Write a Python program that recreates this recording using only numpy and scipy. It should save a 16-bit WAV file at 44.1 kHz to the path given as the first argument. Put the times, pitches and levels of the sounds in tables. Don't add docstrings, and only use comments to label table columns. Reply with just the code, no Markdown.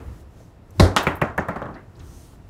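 import sys
import numpy as np
from scipy import signal
from scipy.io import wavfile
from scipy.ndimage import uniform_filter1d

SR = 44100
rng = np.random.default_rng(int(sys.argv[2]) if len(sys.argv) > 2 else 0)


def transcribe(signal):
    frames = np.atleast_2d(signal).T
    limited = np.clip(frames, -1, 1)
    pcm = np.round(limited * 32767).astype(np.int16)
    wavfile.write(sys.argv[1], SR, pcm)


def voltage_ratio(level):
    return 10 ** (np.asarray(level, float) / 20)


N = 109941

# (time [s], peak [dB], crack [dB], brightness [dB per octave], contact cut [Hz])
SHOT_BLOWS = [
    (0.7972, 1.995, -4.5, 0.67, 17770),
]
# (time [s], peak [dB], crack [dB], brightness [dB per octave], contact cut [Hz])
BLOCK_BLOWS = [
    (0.964, 0.998, -9, 0.3, 3980),
]
# (time [s], peak [dB], crack [dB], brightness [dB per octave], contact cut [Hz])
FIELD_BLOWS = [
    (1.068, -9.5, -31, 2.5, 3570),
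    (1.216, -11, -14.5, 1, 2800),
    (1.3785, -13, -12.5, 0.4, 2500),
    (1.485, -16.5, -18.5, 0.8, 2410),
    (1.559, -22.5, -29, 1.2, 2250),
    (1.617, -22.5, -30, -0.7, 1890),
    (1.656, -27.5, -28, -2.5, 1760),
    (1.686, -32, -30, -5, 1720),
    (1.71, -38, -22.5, -4, 1706),
]

# (frequency [Hz], level [dB per Hz])
SHOT_COLOUR = [(60, -22), (150, -20), (280, -6), (500, -9), (2050, -22.5), (2630, -41), (3740, -23),
               (8770, -42), (16000, -55)]
# (frequency [Hz], level [dB per Hz])
BLOCK_COLOUR = [(100, -17.5), (300, -5), (900, -2), (1450, -3), (2300, -10), (3200, -6.5), (6000, -7.5),
                (16000, -27)]
# (frequency [Hz], level [dB per Hz])
FIELD_COLOUR = [(100, 4), (300, 4.5), (600, 5), (1200, 5.5), (2000, -2), (3000, -9.5), (4300, -17.5),
                (6500, -21), (16000, -31.5)]

# (frequency [Hz], level [dB], T60 [s])
CABINET_MODES = [(54.2, -7.5, 0.21), (383, -20, 0.15), (640, -19.5, 0.15), (191.1, -15.5, 0.202),
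                 (252.6, -13, 0.09), (294, -13, 0.18), (439, -7.5, 0.02), (520, -18.5, 0.15),
                 (774, -18, 0.13), (1059, -18.5, 0.12), (4200, -18.5, 0.06), (3500, -24.5, 0.0089)]
# (frequency [Hz], level [dB], T60 [s])
FIGURE_MODES = [(270, -23, 0.051), (636, -21, .1), (860, -9.5, 0.066), (1129, -10.5, 0.047),
                (1263, -13, 0.085), (3300, -24, 0.025), (2970, -13.5, 0.011), (6300, -33, 0.02)]
# (frequency [Hz], level [dB], T60 [s])
FIELD_MODES = [(81.5, -20, 0.41), (220, -9, 0.078), (295.5, -12.5, 0.24), (389.6, -19.5, 0.24),
               (530.4, -12, 0.082), (586.2, -14.5, 0.22), (649, -17, 0.22), (843, -21, 0.18),
               (1065, -4.5, 0.03), (1270, -32, 0.087), (1386, -17.5, 0.18), (1724, -10, 0.035),
               (2060, -26, 0.028), (6760, -48.5, 0.18)]
# (frequency [Hz], T60 [s])
WOOD_DECAY = [(100, 0.3), (500, 0.018), (1500, 0.031), (4000, 0.013), (12000, 0.036)]
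# (frequency [Hz], T60 [s])
ROOM_DECAY = [(60, 0.75), (300, 0.45), (1100, 0.44), (3000, 0.24), (8000, 0.31), (15000, 0.26)]
# (time [s], frequency
# [Hz], level [dB], T60 [s])
SHORT_RINGS = [(0.7976, 4110, -9, 0.024), (.802, 1956, -19, 0.061), (0.803, 3960, -14, 0.022),
               (.806, 576, -5, 0.062), (.808, 782, -9, 0.074), (.824, 457, -11.5, 0.053),
               (.826, 640, -10.5, 0.062), (.849, 520, -16.5, 0.086), (.853, 93.6, -14.5, 0.26),
               (0.879, 320, -17.5, 0.067), (0.887, 95, -19, .1), (.968, 1860, -22.5, .04),
               (0.9692, 2980, -15, 0.022), (0.973, 3300, -14.5, 0.022), (.976, 294, -17.5, 0.083),
               (1.069, 2330, -15, .03), (1.215, 2750, -21.5, 0.021), (1.2165, 570, -10.5, .04),
               (1.217, 1094, -9.5, 0.024), (1.22, 1940, -14.5, 0.031), (1.222, 2420, -21.5, .025),
               (1.239, 610, -15.5, 0.037), (1.38, 940, -17, 0.057), (1.384, 1790, -14, 0.032),
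               (1.39, 796, -18.5, .04), (1.397, 6500, -42, 0.017), (1.488, 1764, -25, .03)]

# (time [s], level [dB])
ROLL_LEVEL = [(1.45, -85), (1.56, -41.5), (1.68, -65), (1.76, -41.5), (1.85, -59), (2.0, -96)]
# (frequency [Hz], level [dB])
ROLL_TONE = [(100, -8), (300, 5), (700, -5.5), (1500, -10.5), (1900, -11.5), (3000, -34.5), (8000, -55)]

# (time [s], peak [dB], centre [Hz], length [s])
ROD_TICKS = [(0.399, -32.5, 612.6, 0.1), (.705, -48.5, 7500, 0.011), (.706, -54, 12500, .012),
             (.8, -26, 9160, 0.076), (0.801, -32, 12000, .07), (0.812, -36, 6500, .06),
             (0.911, -39, 4070, 0.038), (0.951, -21, 820, 0.32), (0.974, -22.5, 6100, .04),
             (1.025, -34.5, 14300, 0.035), (1.1541, -41, 14000, 0.045), (1.1545, -50, 10000, 0.03),
             (1.194, -27, 410, 0.1), (1.225, -47.5, 6500, 0.11), (1.384, -51, 6500, .12),
             (1.62, -32, 1350, .16), (1.623, -46, 3300, 0.037), (1.655, -48, 3300, 0.035),
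             (1.741, -46, 4500, 0.034), (1.951, -56.5, 4500, 0.046), (1.963, -56, 7040, 0.042),
             (1.99, -50.5, 6500, 0.06), (1.992, -44, 3700, 0.061), (1.993, -46.5, 2600, 0.063),
             (1.996, -45, 1590, 0.07), (2, -40, 97.2, .1), (2.03, -38, 418, 0.26)]
# (time [s], level [dB])
SLIDE_LEVEL = [(0, -65), (.1, -64), (.21, -62), (.25, -75), (.34, -71), (.41, -65), (.5, -73), (.6, -85),
               (.72, -72), (.79, -56.5), (.85, -78.5), (1.94, -75), (2.04, -62), (2.13, -60.5),
               (2.25, -59.5), (2.35, -64), (2.39, -75), (2.49, -70)]
# (frequency [Hz], level [dB])
SLIDE_TONE = [(1470, -30.5), (2500, -3), (4760, -2.5), (6060, 4), (7530, -10), (9220, -4.5), (10300, -10),
              (12700, -9), (16000, -2.5)]
# (frequency [Hz], width [Hz], level [dB], loudest at [s])
BEARING_SQUEAKS = [(6100, 720, -1, 2.144), (6500, 450, -10, 2.22), (9350, 520, -5, 2.25),
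                   (8500, 320, -4.5, 2.14), (12300, 560, -9, 2.17), (6270, 1100, -2, 0.43)]

# (time [s], level [dB])
HAND_LEVELS = [
    [(0.0, -28.5), (0.02, -33), (0.35, -51.5), (0.364, -44.5), (0.49, -48.5), (0.506, -52), (0.63, -52),
     (0.77, -42), (0.78, -37.5)],
    [(1.85, -48), (1.952, -46), (2.0, -38.5), (2.326, -49.5), (2.336, -41), (2.37, -49), (2.404, -44),
     (2.422, -51.5), (2.49, -46)],
]
# (frequency [Hz], level [dB])
HAND_TONE = [(15, -33), (25, -5.5), (81, 3), (134, -2), (156, -20), (324, -12.5), (624, -28), (1350, -26.5),
             (2500, -41), (3250, -81), (5500, -120)]
# (frequency [Hz], level [dB])
AIR_TONE = [(15, -28), (25, 1), (145, -8.5), (317, -17), (354, -6), (405, -20), (734, -20), (1020, -30),
            (16000, -57)]

STRIKE_DB = 2


def knocks(events, modes, colour, dense_db, tail_db, longer, crack_hz, rise_s):
    out = np.zeros(N)
    lag = int(.0055 * SR)
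    echo_db = -6
    tail_follows = 0.88
    spread_db = STRIKE_DB if len(events) > 1 else 0
    for s, db, crack_db, tilt_db, cut_hz in events:
        direct = wood_crowd(colour, dense_db, tilt_db, cut_hz) + voltage_ratio(crack_db) * contact_crack(crack_hz)
        echo = np.r_[np.zeros(lag), direct[:-lag]]
        add(out, s, voltage_ratio(db) * (direct + voltage_ratio(echo_db) * echo))
        add(out, s, voltage_ratio(db) * named_modes(modes, spread_db, rise_s))
        add(out, s, voltage_ratio(tail_follows * db + tail_db) * tail(colour, tilt_db, cut_hz, longer))
    return out


def contact_crack(crack_hz):
    t = np.arange(SR // 14) / SR
    band = signal.butter(2, [crack_hz * .3, crack_hz], "band", fs=SR, output="sos")
    return signal.sosfilt(band, rng.standard_normal(len(t)) * np.exp(-t / .00045))


def wood_crowd(colour, dense_db, tilt_db, cut_hz):
    t = np.arange(SR // 14) / SR
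    strength, lateness, detune, sign = rng.standard_normal((4, 200))
    hz = np.geomspace(100, 16500, 200) * (1 + .02 * detune)
    level = dense_db + struck(colour, hz, tilt_db, cut_hz) + 3 * np.log2(hz / 1000) + STRIKE_DB * strength
    late = np.maximum(t - .0025 * np.abs(lateness)[:, None], 0)
    crowd = rings(hz, voltage_ratio(level) * np.sign(sign), at_hz(WOOD_DECAY, hz), late)
    return crowd * (1 - (t / t[-1]) ** 4)


def named_modes(modes, spread_db, rise_s):
    t = np.arange(SR // 3) / SR
    hz, db, t60 = np.transpose(modes)
    strength, sign = rng.standard_normal((2, len(hz)))
    gain = voltage_ratio(db + spread_db * strength) * np.sign(sign)
    late = np.maximum(t - 0.29 / hz[:, None], 0)
    return rings(hz, gain, t60, late) * np.minimum(t / rise_s, 1)


def tail(colour, tilt_db, cut_hz, longer):
    t = np.arange(SR // 3) / SR
    out = 0
    edges = 60 * 2 ** np.arange(0, 8.3, .25)
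    white = rng.standard_normal((2, len(t)))
    for k, (low, high) in enumerate(zip(edges, edges[1:])):
        hz = np.sqrt(low * high)
        band = signal.sosfilt(signal.butter(2, [low, high], "band", fs=SR, output="sos"), white[k % 2])
        decay = np.exp(-np.log(1000) * t / (longer * at_hz(ROOM_DECAY, hz)))
        out = out + voltage_ratio(struck(colour, hz, tilt_db, cut_hz)) * band * decay
    return out * np.minimum(t / 0.0032, 1) * (1 - (t / t[-1]) ** 4)


def struck(colour, hz, tilt_db, cut_hz):
    step = -14.5 / (1 + (cut_hz / hz) ** 14)
    return at_hz(colour, hz) + tilt_db * np.log2(np.maximum(hz, 500) / 1000) + step


def rings(hz, gain, t60, late):
    decay = np.exp(-np.log(1000) * late / t60[:, None])
    return gain @ (np.sin(2 * np.pi * hz[:, None] * late) * decay)


def boom():
    out, t = np.zeros(N), np.arange(SR // 5) / SR
    start_hz, end_hz, sag_s = 270, 82, .008
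    hold_s, fade_s = .045, .013
    cycles = end_hz * t + (start_hz - end_hz) * sag_s * (1 - np.exp(-t / sag_s))
    add(out, .7992, voltage_ratio(-2.5) * np.sin(2 * np.pi * cycles) / (1 + np.exp((t - hold_s) / fade_s)))
    return out


def short_rings():
    out, t = np.zeros(N), np.arange(SR // 6) / SR
    for s, hz, db, t60 in SHORT_RINGS:
        swell = np.minimum(t * hz / 1.2, 1)
        add(out, s, voltage_ratio(db) * np.sin(2 * np.pi * hz * t) * voltage_ratio(-60 * t / t60) * swell)
    return out


def swing():
    t = np.arange(N) / SR - .7975
    grow_s, fall_s = 0.008, .003
    swell = np.exp(-np.abs(t) / np.where(t < 0, grow_s, fall_s))
    return -voltage_ratio(-13) * np.cos(2 * np.pi * 95 * t) * swell


def roll():
    return in_time(ROLL_LEVEL) * noise(ROLL_TONE, patchy_db=4)


def ticks():
    out, t = np.zeros(N), np.arange(SR // 8) / SR
    for s, db, hz, length in ROD_TICKS:
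        band = signal.butter(2, [hz * 0.76, min(hz * 1.14, 19000)], "band", fs=SR, output="sos")
        rattle_db = 5 * np.repeat(rng.standard_normal(len(t) // 64 + 1), 64)[:len(t)]
        grit = rng.standard_normal(len(t)) * voltage_ratio(rattle_db)
        shape = np.exp(-3 * t / length) * np.minimum(t / (.06 * length), 1)
        add(out, s, voltage_ratio(db) * signal.sosfilt(band, grit * shape))
    return out


def rods():
    hiss = noise(SLIDE_TONE, patchy_db=.5)
    for hz, width_hz, db, s in BEARING_SQUEAKS:
        band = signal.butter(1, [hz - width_hz / 2, hz + width_hz / 2], "band", fs=SR, output="sos")
        squeak = signal.sosfilt(band, rng.standard_normal(N))
        swell = np.exp(-((np.arange(N) / SR - s) / 0.11) ** 2)
        hiss = hiss + voltage_ratio(db) * swell * squeak / squeak.std()
    return in_time(SLIDE_LEVEL) * hiss


def hands():
    return in_time(HAND_LEVELS[0] + HAND_LEVELS[1]) * noise(HAND_TONE, patchy_db=1.5)


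def room_air():
    return voltage_ratio(-47) * noise(AIR_TONE, patchy_db=.8)


def noise(colour, patchy_db):
    out = 0
    white = rng.standard_normal((2, N))
    edges = 22 * 2 ** np.arange(0, 9.9, .5)
    points = [(colour[0][0] * .7, -60)] + list(colour)
    for k, (low, high) in enumerate(zip(edges, edges[1:])):
        flicker = np.interp(np.arange(N), np.linspace(0, N, 50), rng.standard_normal(50))
        band = signal.sosfilt(signal.butter(2, [low, high], "band", fs=SR, output="sos"), white[k % 2])
        level = at_hz(points, np.sqrt(low * high))
        out = out + voltage_ratio(level + patchy_db * flicker) * band
    return out / out.std()


def at_hz(points, hz):
    table_hz, value = np.transpose(points)
    return np.interp(np.log(hz), np.log(table_hz), value)


def in_time(rows):
    return voltage_ratio(np.interp(np.arange(N) / SR, *np.transpose(rows)))


def add(out, s, sound):
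    i = int(s * SR)
    out[i:i + len(sound)] += sound[:N - i]


def scene():
    shot = knocks(SHOT_BLOWS, CABINET_MODES, SHOT_COLOUR, dense_db=-8, tail_db=9.5, longer=0.98,
                  crack_hz=7100, rise_s=0.0005)
    block = knocks(BLOCK_BLOWS, FIGURE_MODES, BLOCK_COLOUR, dense_db=-25, tail_db=-5, longer=1,
                   crack_hz=11000, rise_s=0.00089)
    bounces = knocks(FIELD_BLOWS, FIELD_MODES, FIELD_COLOUR, dense_db=-22, tail_db=-6.5, longer=1,
                     crack_hz=15400, rise_s=0.002)
    ball = shot + block + bounces + roll()
    table = boom() + short_rings() + swing() + ticks() + rods() + hands()
    return (ball + table + room_air())[None]


def roll_off(x):
    return signal.sosfilt(signal.butter(12, 16800, fs=SR, output="sos"), x)


def record(dry):
    x = signal.sosfilt(signal.butter(3, 38, "high", fs=SR, output="sos"), dry)
    limit_db, release_db_per_s, ceiling = -.5, 199, .99
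    fall = release_db_per_s * np.arange(N) / SR
    excess_db = np.maximum(20 * np.log10(np.abs(x[0]) + 1e-9) - limit_db, 0)
    over = np.maximum.accumulate(excess_db + fall) - fall
    x = x * voltage_ratio(-uniform_filter1d(over, size=61))
    x = x / (1 + np.abs(x / ceiling) ** 8) ** .125
    x = signal.sosfilt(signal.cheby2(10, 26, 15900 * 1.008, fs=SR, output="sos"), x)
    return roll_off(x)


dry = scene()
out = record(dry)
transcribe(out)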